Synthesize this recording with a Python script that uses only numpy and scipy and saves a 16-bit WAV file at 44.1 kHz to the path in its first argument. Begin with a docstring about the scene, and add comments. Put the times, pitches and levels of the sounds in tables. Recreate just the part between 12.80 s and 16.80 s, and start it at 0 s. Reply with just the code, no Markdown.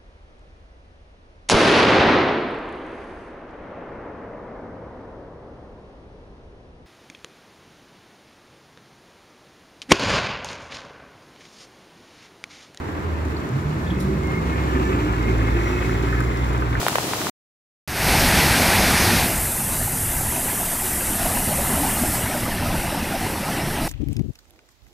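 """At a stop on a wet road, heard through two microphone ports a hand apart, the bus on the left.
Over far traffic, a droning engine and wet tyres, a trolleybus pulls away: its drive whines upward
and shakes the body. Metal clinks, the collector shoes squeal and sing on the wires, a valve spits.
Two seconds in, a car passes beyond the bus, its whine falling. As the bus recedes, a shoe whistles
thinly, poles and fittings clack and the ring of the wires sinks."""
import sys
import numpy as np
from scipy import signal
from scipy.fft import rfft, irfft
from scipy.io import wavfile
from scipy.ndimage import map_coordinates

SR = 44100
rng = np.random.default_rng(int(sys.argv[2]) if len(sys.argv) > 2 else 0)


def wav_out(sig):
    """Save sig, one row per channel (or a flat mono array), as 16-bit PCM at SR to the path in sys.argv[1]."""
    wavfile.write(sys.argv[1], SR, np.round(np.clip(np.atleast_2d(sig).T, -1, 1) * 32767).astype(np.int16))


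N = 176400
T = np.arange(N) / SR
BIN_HZ = np.arange(N // 2 + 1) * SR / N
PORTS_MS, BUS_LEAD_MS = 0.61, 0.13  # travel time between the ports; the left one's lead for the bus

# pitch of the drive, rising with road speed: t/s, f/Hz
DRIVE_PITCH = [(0, 71.2), (.68, 120), (.92, 153.9), (1.3, 197), (1.7, 237.6), (2.25, 294.3), (2.7, 332.3),
               (3.1, 375), (3.6, 403.6), (4, 425.6)]


def undb(db):
    """Decibels to gain."""
    return 10 ** (np.asarray(db) / 20)


def unit(x):
    """Scale to rms 1."""
    return x / np.sqrt(np.mean(x ** 2))


def curves(table):
    """Each column of a table, joined by straight lines in time."""
    times, *columns = np.array(table, float).T
    return [np.interp(T, times, c) for c in columns]


def noise():
    """White noise."""
    return rng.standard_normal(N)


def walk(rate_hz):
    """A smooth random wander with spread 1."""
    return unit(irfft(rfft(noise()) * np.exp(-(BIN_HZ / rate_hz) ** 2) * (BIN_HZ > 0), N))


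def colour(x, spectrum):
    """Shape by points of f/Hz, relative level/dB; rms 1."""
    hz, db = np.array(spectrum, float).T
    gain = undb(np.interp(np.log(np.maximum(BIN_HZ, 1)), np.log(hz), db))
    return unit(irfft(rfft(x) * gain, N))


def resonate(x, hz, width_hz):
    """A resonance applied twice, for steep sides."""
    b, a = signal.iirpeak(hz, hz / width_hz, fs=SR)
    return signal.lfilter(b, a, signal.lfilter(b, a, x))


def ringing(modes):
    """Scraping or shaking keeps resonances ringing; rms 1."""
    return unit(sum(undb(db) * unit(resonate(noise(), hz, width)) for hz, width, db in modes))


def wavering(hz, waver, flutter_db):
    """A rough tone whose pitch wavers by a share of itself and whose level flutters; rms 1."""
    phase = 2 * np.pi * np.cumsum(hz * (1 + waver * walk(60))) / SR
    return unit(np.sin(phase) * undb(flutter_db * walk(50)))


def burst(x, start, peak_db, attack_s, decay_s):
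    """A quick rise and an exponential fall."""
    age = np.maximum(T - start, 0)
    shaped = x * (1 - np.exp(-age / attack_s)) * np.exp(-age / decay_s)
    return shaped * undb(peak_db) / np.abs(shaped).max()


def ports(x, lead_ms, pan_db=0):
    """Sound from one direction: the left port hears it lead_ms earlier and pan_db louder."""
    shift = lead_ms * SR / 1000 / 2
    return np.array([map_coordinates(x, [np.arange(N) + s * shift], order=3, mode="mirror")
                     * undb(s * pan_db / 2) for s in (1, -1)])


def around(make):
    """Sound from all directions: alike at both ports in the bass, unrelated in the treble."""
    likeness = np.sinc(2 * BIN_HZ * PORTS_MS / 1000)
    mid, side = (irfft(rfft(make()) * np.sqrt((1 + s * likeness) / 2), N) for s in (1, -1))
    return np.array([mid + side, mid - side])


def placed(make, lead_ms, scatter_db, pan_db=0):
    """A direct source plus its scatter from road and house fronts."""
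    pair = unit(ports(make(), lead_ms) + undb(scatter_db) * around(make))
    return pair * undb(np.array([[pan_db], [-pan_db]]) / 2)


def echoed(x, lead_ms, wet_db, t60):
    """A short sound with the street's tail behind it."""
    tail = rng.standard_normal((2, N // 2)) * undb(-60 * T[:N // 2] / t60)
    tail /= np.sqrt(np.sum(tail ** 2) / 2)
    return ports(x, lead_ms) + undb(wet_db) * signal.fftconvolve(x[None], tail, axes=1)[:, :N]


def street():
    """Far traffic all round the microphone, with a stream of it to the right."""
    # wash of the traffic: f/Hz, relative level/dB
    spectrum = [(15, -71), (25, -56), (48, -20), (61, -14), (82, -5), (107, -17), (180, -18.5),
                (225, -13.5), (265, -14.5), (305, -13), (400, -19.5), (560, -21), (750, -24.5),
                (1050, -21.5), (1500, -26), (2010, -29), (3090, -43), (4500, -46.5), (7500, -62.5),
                (8500, -58.5), (15500, -67)]
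    wash = placed(lambda: colour(noise(), spectrum), lead_ms=-0.25, scatter_db=13)
    return wash * undb(-30 + .5 * walk(1.9))


def engine():
    """Off to the left, a low exhaust drone sinks in pitch as its vehicle goes by."""
    # exhaust note: t/s, firing rate/Hz, fundamental/dB, second harmonic/dB
    exhaust = [(0, 82.85, -34, -47), (.3, 78.9, -27, -44), (.53, 75.95, -27, -48), (.68, 74.45, -35, -39),
               (.95, 66.74, -33.5, -43), (1.3, 64.43, -26.5, -35), (1.55, 67.2, -32, -48),
               (1.7, 67.9, -26.5, -37), (2.04, 62.45, -26.5, -39), (2.25, 56.33, -26.5, -29.5),
               (2.55, 56.86, -22.5, -27.5), (2.75, 56.4, -22, -33.5), (2.95, 57.58, -28.5, -33),
               (3.2, 59.23, -24.5, -27), (3.6, 60.3, -24, -29.5), (4, 60.5, -25.5, -28)]
    hz, first_db, second_db = curves(exhaust)
    phase = 2 * np.pi * np.cumsum(hz * (1 + 0.0089 * walk(8))) / SR
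    harmonics = enumerate((first_db, second_db, second_db - 13.5), 1)
    drone = np.sqrt(2) * sum(undb(db + 1.1 * walk(21)) * np.sin(k * phase) for k, db in harmonics)
    return ports(drone, lead_ms=0.65, pan_db=-1.1)


def tyres():
    """Treads roar and patter on wet asphalt and throw a spray of droplets."""
    # tyres going by: t/s, roar/dB, spray/dB, lead of the left port/ms
    passage = [(0, -40.5, -54.5, 0.44), (1.3, -39, -48.5, 0.39), (1.6, -35, -49.5, 0.44),
               (1.83, -31, -47.5, 0.42), (2.4, -31, -48.5, .47), (3.05, -31.5, -44.5, 0.56),
               (3.5, -34.5, -47.5, 0.55), (4, -32, -48.5, 0.48)]
    # tread roar: f/Hz, relative level/dB
    roar_spectrum = [(150, -55), (400, -0.5), (600, -9.5), (900, -1.5), (1300, -3), (1900, -11),
                     (2300, -11.5), (2900, -14.5), (4500, -28.5), (9000, -42.5)]
    # spray: f/Hz, relative level/dB
    spray_spectrum = [(1500, -51), (3400, 4.5), (4200, 3.5), (5000, -0.5), (5800, 1.5), (6400, -1),
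                      (7400, 2), (8400, -8), (11500, -5.5), (16000, -10)]
    roar_db, spray_db, lead_ms = curves(passage)
    patter = undb(1.9 * walk(60))
    roar = placed(lambda: colour(noise() * patter, roar_spectrum), lead_ms, scatter_db=-2.5, pan_db=1)
    drops = lambda: noise() * undb(2 * np.minimum(rng.exponential(size=N), 8))
    spray = placed(lambda: colour(drops(), spray_spectrum), lead_ms, scatter_db=9.5)
    return roar * undb(roar_db + .9 * walk(22)) + spray * undb(spray_db + .9 * walk(25))


def ticks(count=110, decay_s=0.0021, growth_db_per_s=1.8):
    """Droplets and grit tick at random on the wet road, harder as the speed grows."""
    # one tick: f/Hz, relative level/dB
    spectrum = [(2500, -20), (4000, 3), (6000, 4), (7400, 6), (8500, -2.5), (12500, -5), (15500, -12)]
    when, softness = rng.random((count, 2)).T
    hits = np.bincount((when * N).astype(int), undb(-18 * softness), N)
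    fading = signal.lfilter([1], [1, -np.exp(-1 / (decay_s * SR))], hits)
    ticking = placed(lambda: colour(noise() * fading, spectrum), lead_ms=0.555, scatter_db=-21)
    return ticking * undb(-64 + growth_db_per_s * T)


def throb(per_whine_cycle=.018, depth_db=1):
    """Gain of a throb that quickens with road speed."""
    rate_hz = per_whine_cycle * curves(DRIVE_PITCH)[0]
    return undb(depth_db * np.sin(2 * np.pi * np.cumsum(rate_hz) / SR))


def drive():
    """The gear mesh whines upward, rough and throbbing under load, over the motor's lower growl."""
    # gear whine: t/s, level/dB
    whine_level = [(0, -39), (.71, -36.5), (.75, -16.5), (.81, -27.5), (.92, -23), (.99, -36.5),
                   (1.18, -28), (1.35, -26.5), (1.45, -57), (1.72, -35.5), (1.89, -41), (1.97, -25),
                   (2.05, -42), (2.13, -30), (2.36, -29), (2.45, -35), (2.68, -29.5), (3.05, -31),
                   (3.3, -31.5), (3.4, -40.5), (4, -55)]
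    # its partials: multiple of the pitch, relative level/dB
    orders = [(1, 4), (2, -20)]
    # motor growl: t/s, level/dB
    growl_level = [(0, -50), (1.05, -42), (1.2, -30), (1.42, -34), (1.57, -29), (1.8, -34.5), (2.1, -49),
                   (2.6, -40), (3.3, -44.5), (4, -59)]
    hz = curves(DRIVE_PITCH)[0] * (1 + .014 * walk(25))
    phase = 2 * np.pi * np.cumsum(hz) / SR
    mesh = unit(sum(np.sin(k * phase) * undb(db + 2.6 * walk(45)) for k, db in orders))
    whine = mesh * throb() * undb(curves(whine_level)[0])
    growl = wavering(.71 * hz, waver=0.019, flutter_db=3) * undb(curves(growl_level)[0])
    return ports(whine + growl, BUS_LEAD_MS, pan_db=-1.5)


def body():
    """The chassis rumbles and the side panels boom and throb; one panel breaks into a hum."""
    # shaking of the body: t/s, chassis rumble/dB, panel boom/dB
    shake = [(0, -39, -40), (.55, -34, -32.5), (.8, -31, -36), (1.35, -29, -31.5), (1.6, -27.5, -30.5),
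             (1.88, -27.5, -31.5), (1.97, -25, -26), (2.2, -27.5, -29.5), (2.6, -28.5, -30),
             (3.1, -29, -31.5), (3.6, -31.5, -31), (4, -30, -33.5)]
    # chassis rumble: f/Hz, relative level/dB
    chassis = [(20, -29), (40, -9), (65, -3), (105, 2.5), (165, -1), (220, -6), (400, -46), (900, -58)]
    # panel resonances: f/Hz, width/Hz, relative level/dB
    panels = [(258, 40.5, 0), (315.5, 74, 4.5), (376.2, 21.7, -1.5), (411.5, 67, -1)]
    # the humming panel: t/s, level/dB
    hum_level = [(1.1, -55), (1.3, -32), (1.6, -40.5), (1.9, -36), (2.1, -32.5), (2.17, -49), (2.4, -45),
                 (2.5, -27.5), (2.6, -52)]
    rumble_db, boom_db = curves(shake)
    rumble = placed(lambda: colour(noise(), chassis), BUS_LEAD_MS, scatter_db=-5.5, pan_db=-1)
    boom = placed(lambda: ringing(panels), lead_ms=0.36, scatter_db=-4, pan_db=-4) * throb()
    hum = wavering(hz=375.2, waver=.012, flutter_db=1) * undb(curves(hum_level)[0])
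    return rumble * undb(rumble_db) + boom * undb(boom_db) + ports(hum, lead_ms=0.3, pan_db=-4)


def wires(sink_from_s=3.1, sink_per_s=.05, drift=.008):
    """Overhead, hissing shoes scrape the wires into a fluttering ring that sinks as they recede."""
    # shoes on the wires: t/s, ring/dB, hiss/dB
    singing = [(0, -60, -67), (1.35, -49.5, -70), (1.8, -60, -60), (2.12, -41.5, -53), (2.32, -50, -59),
               (2.45, -41.5, -63), (2.7, -40, -68), (2.92, -34.5, -54), (3.45, -41.5, -66), (4, -47.5, -75)]
    # wire resonances: f/Hz, width/Hz, relative level/dB
    wire_modes = [(1752, 43, -3.5), (1934, 70, -2), (2144, 134, 2), (2197, 83, -14), (2550, 120, -4)]
    # bands of shoe hiss: f/Hz, width/Hz, relative level/dB
    shoe_bands = [(5850, 120, 0), (7400, 860, 2.5), (12000, 1200, -5), (13200, 600, -12)]
    ring_db, hiss_db = curves(singing)
    pitch_ratio = 1 - sink_per_s * np.maximum(T - sink_from_s, 0) + drift * walk(5.04)
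    sinking = lambda: map_coordinates(ringing(wire_modes), [np.cumsum(pitch_ratio)], mode="mirror")
    ring = placed(sinking, lead_ms=0.46, scatter_db=-2) * undb(ring_db + 2 * walk(18) + 2.5 * walk(70))
    hiss = placed(lambda: ringing(shoe_bands), lead_ms=0.67, scatter_db=-9) * undb(hiss_db)
    return ring + hiss


def fittings(rattle_count=36, rattle_from_s=1.7):
    """Poles and loose fittings clink, rattle and clack as the bus gathers speed."""
    # light metal clinks: t/s, peak/dB, f/Hz
    taps = [(.565, -34, 4410), (1.064, -37.5, 3500), (1.101, -30.5, 3280), (3.62, -40, 3480),
            (3.786, -43, 3603)]
    # blows of poles and fittings: t/s, peak/dB, brightest f/Hz
    blows = [(3.026, -22, 1929), (3.094, -16, 1542), (3.327, -20, 1600), (3.345, -21, 1800),
             (3.404, -19, 1400), (3.822, -15, 1100), (3.952, -17, 1610)]
    clacks = sum(clack(*blow) for blow in blows)
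    span_s = T[-1] - rattle_from_s
    rattle = sum(clack(rattle_from_s + when * span_s, -25.5 - 6 * softness, 1000 + 1200 * brightness)
                 for when, softness, brightness in rng.random((rattle_count, 3)))
    clinks = sum(burst(resonate(noise(), hz, width_hz=300), t, db, attack_s=.0015, decay_s=.011)
                 for t, db, hz in taps)
    return echoed(clacks + rattle + clinks, lead_ms=0.553, wet_db=-10, t60=.8)


def squeals():
    """Now and then a shoe grips the wire overhead: a squeal swells and dies away."""
    # grips of a shoe: t/s, length/s, level/dB, f/Hz
    grips = [(0.971, 0.22, -41.5, 1753), (1.42, .11, -39, 2140), (1.525, 0.078, -33.5, 2138),
             (1.634, 0.3, -41.5, 2150), (2.39, .16, -39, 2114), (2.621, 0.13, -44, 2125),
             (2.67, .14, -38, 1773), (3.26, 0.19, -37, 1737), (3.396, .14, -45, 2144),
             (3.523, .13, -41, 2054), (3.8, .26, -38, 1453)]
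    tones = np.zeros(N)
    for start, length, db, hz in grips:
        progress = np.clip((T - start) / length, 0, 1)
        swell = np.sqrt(np.abs(np.sin(np.pi * progress)))
        tones += wavering(hz, waver=0.0112, flutter_db=2.5) * swell * undb(db)
    return ports(tones, lead_ms=0.39)


def spits():
    """On the left a valve or a sparking shoe sputters once; later, brief splashes, and a sharp tick as a
    fitting is struck."""
    # spits of air, sparks or water, and the sharp tick of a struck fitting: t/s, peak/dB, decay/s
    sputters = [(1.197, -35, .006), (1.202, -31, .013), (1.224, -41, .011), (3.401, -34, 0.005),
                (3.735, -37, 0.004), (3.81, -37, 0.0038)]
    # their hiss: f/Hz, relative level/dB
    spectrum = [(2000, -2), (4000, 9), (5500, 8), (8000, 4), (9500, 9), (11300, 8.5), (12800, 4),
                (15500, 1)]
    hiss = colour(noise(), spectrum)
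    bursts = sum(burst(hiss, t, db, attack_s=.002, decay_s=decay) for t, db, decay in sputters)
    return echoed(bursts, lead_ms=0.538, wet_db=-18, t60=0.32)


def car(passes_s=2.0, speed_m_s=14, distance_m=6, fade_s=0.46):
    """A car passes beyond the bus, six metres off: its whine falls in pitch and its treads howl."""
    # whine at the source: f/Hz, level/dB
    partials = [(1200, -37), (1755, -42.5), (2370, -50.5)]
    # tread howl: t/s, level/dB
    howl_level = [(1.7, -62), (1.92, -40), (2.2, -38), (2.45, -42), (2.65, -62)]
    along_m = speed_m_s * (T - passes_s)
    doppler = 1 / (1 + speed_m_s / 343 * along_m / np.hypot(along_m, distance_m))
    whine = sum(wavering(hz * doppler, waver=0.01245, flutter_db=5) * undb(db) for hz, db in partials)
    swell = np.exp(-((T - passes_s) / fade_s) ** 2)
    howl = wavering(hz=1236, waver=0.01, flutter_db=6) * undb(curves(howl_level)[0])
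    return ports(whine * swell + howl, lead_ms=0.47)


def clack(start, peak_db, bright_hz, attack_s=.0003):
    """One blow rings the fittings, most strongly near its brightest pitch."""
    # resonances of the fittings: f/Hz, decay/s
    modes = [(1060, 0.0078), (1270, 0.0065), (1490, 0.0053), (1790, 0.0062), (1980, 0.0043), (2250, 0.0056)]
    age = T[:N // 50]
    detunes = 1 + .015 * rng.standard_normal(len(modes))
    ring = np.zeros_like(age)
    for (hz, decay), detune in zip(modes, detunes):
        weight = np.exp(-(np.log(hz / bright_hz) / 0.36) ** 2)
        ring += weight * np.exp(-age / decay) * np.sin(2 * np.pi * (hz * detune * age + rng.random()))
    ring *= 1 - np.exp(-age / attack_s)
    return np.pad(ring * undb(peak_db) / np.abs(ring).max(), (int(start * SR), N))[:N]


def whistle():
    """A sliding shoe whistles thinly for a moment as the bus draws off."""
    # the whistle: t/s, level/dB
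    level = [(2.7, -75), (2.88, -53), (3.03, -63), (3.4, -64), (3.55, -77)]
    # resonance of the shoe: f/Hz, width/Hz, relative level/dB
    mode = [(5770, 240, 0)]
    return ports(ringing(mode) * undb(curves(level)[0]), lead_ms=.52)


def scene():
    """Bus, traffic and street as they reach the microphone at the stop."""
    return (drive() + body() + wires() + squeals() + whistle() + engine() + car()
            + tyres() + ticks() + fittings() + spits() + street())


def record(dry):
    """The recorder cuts the top steeply above 15750 Hz."""
    return signal.sosfilt(signal.ellip(12, .1, 90, 15750, fs=SR, output="sos"), dry)


dry = scene()
out = record(dry)
wav_out(out)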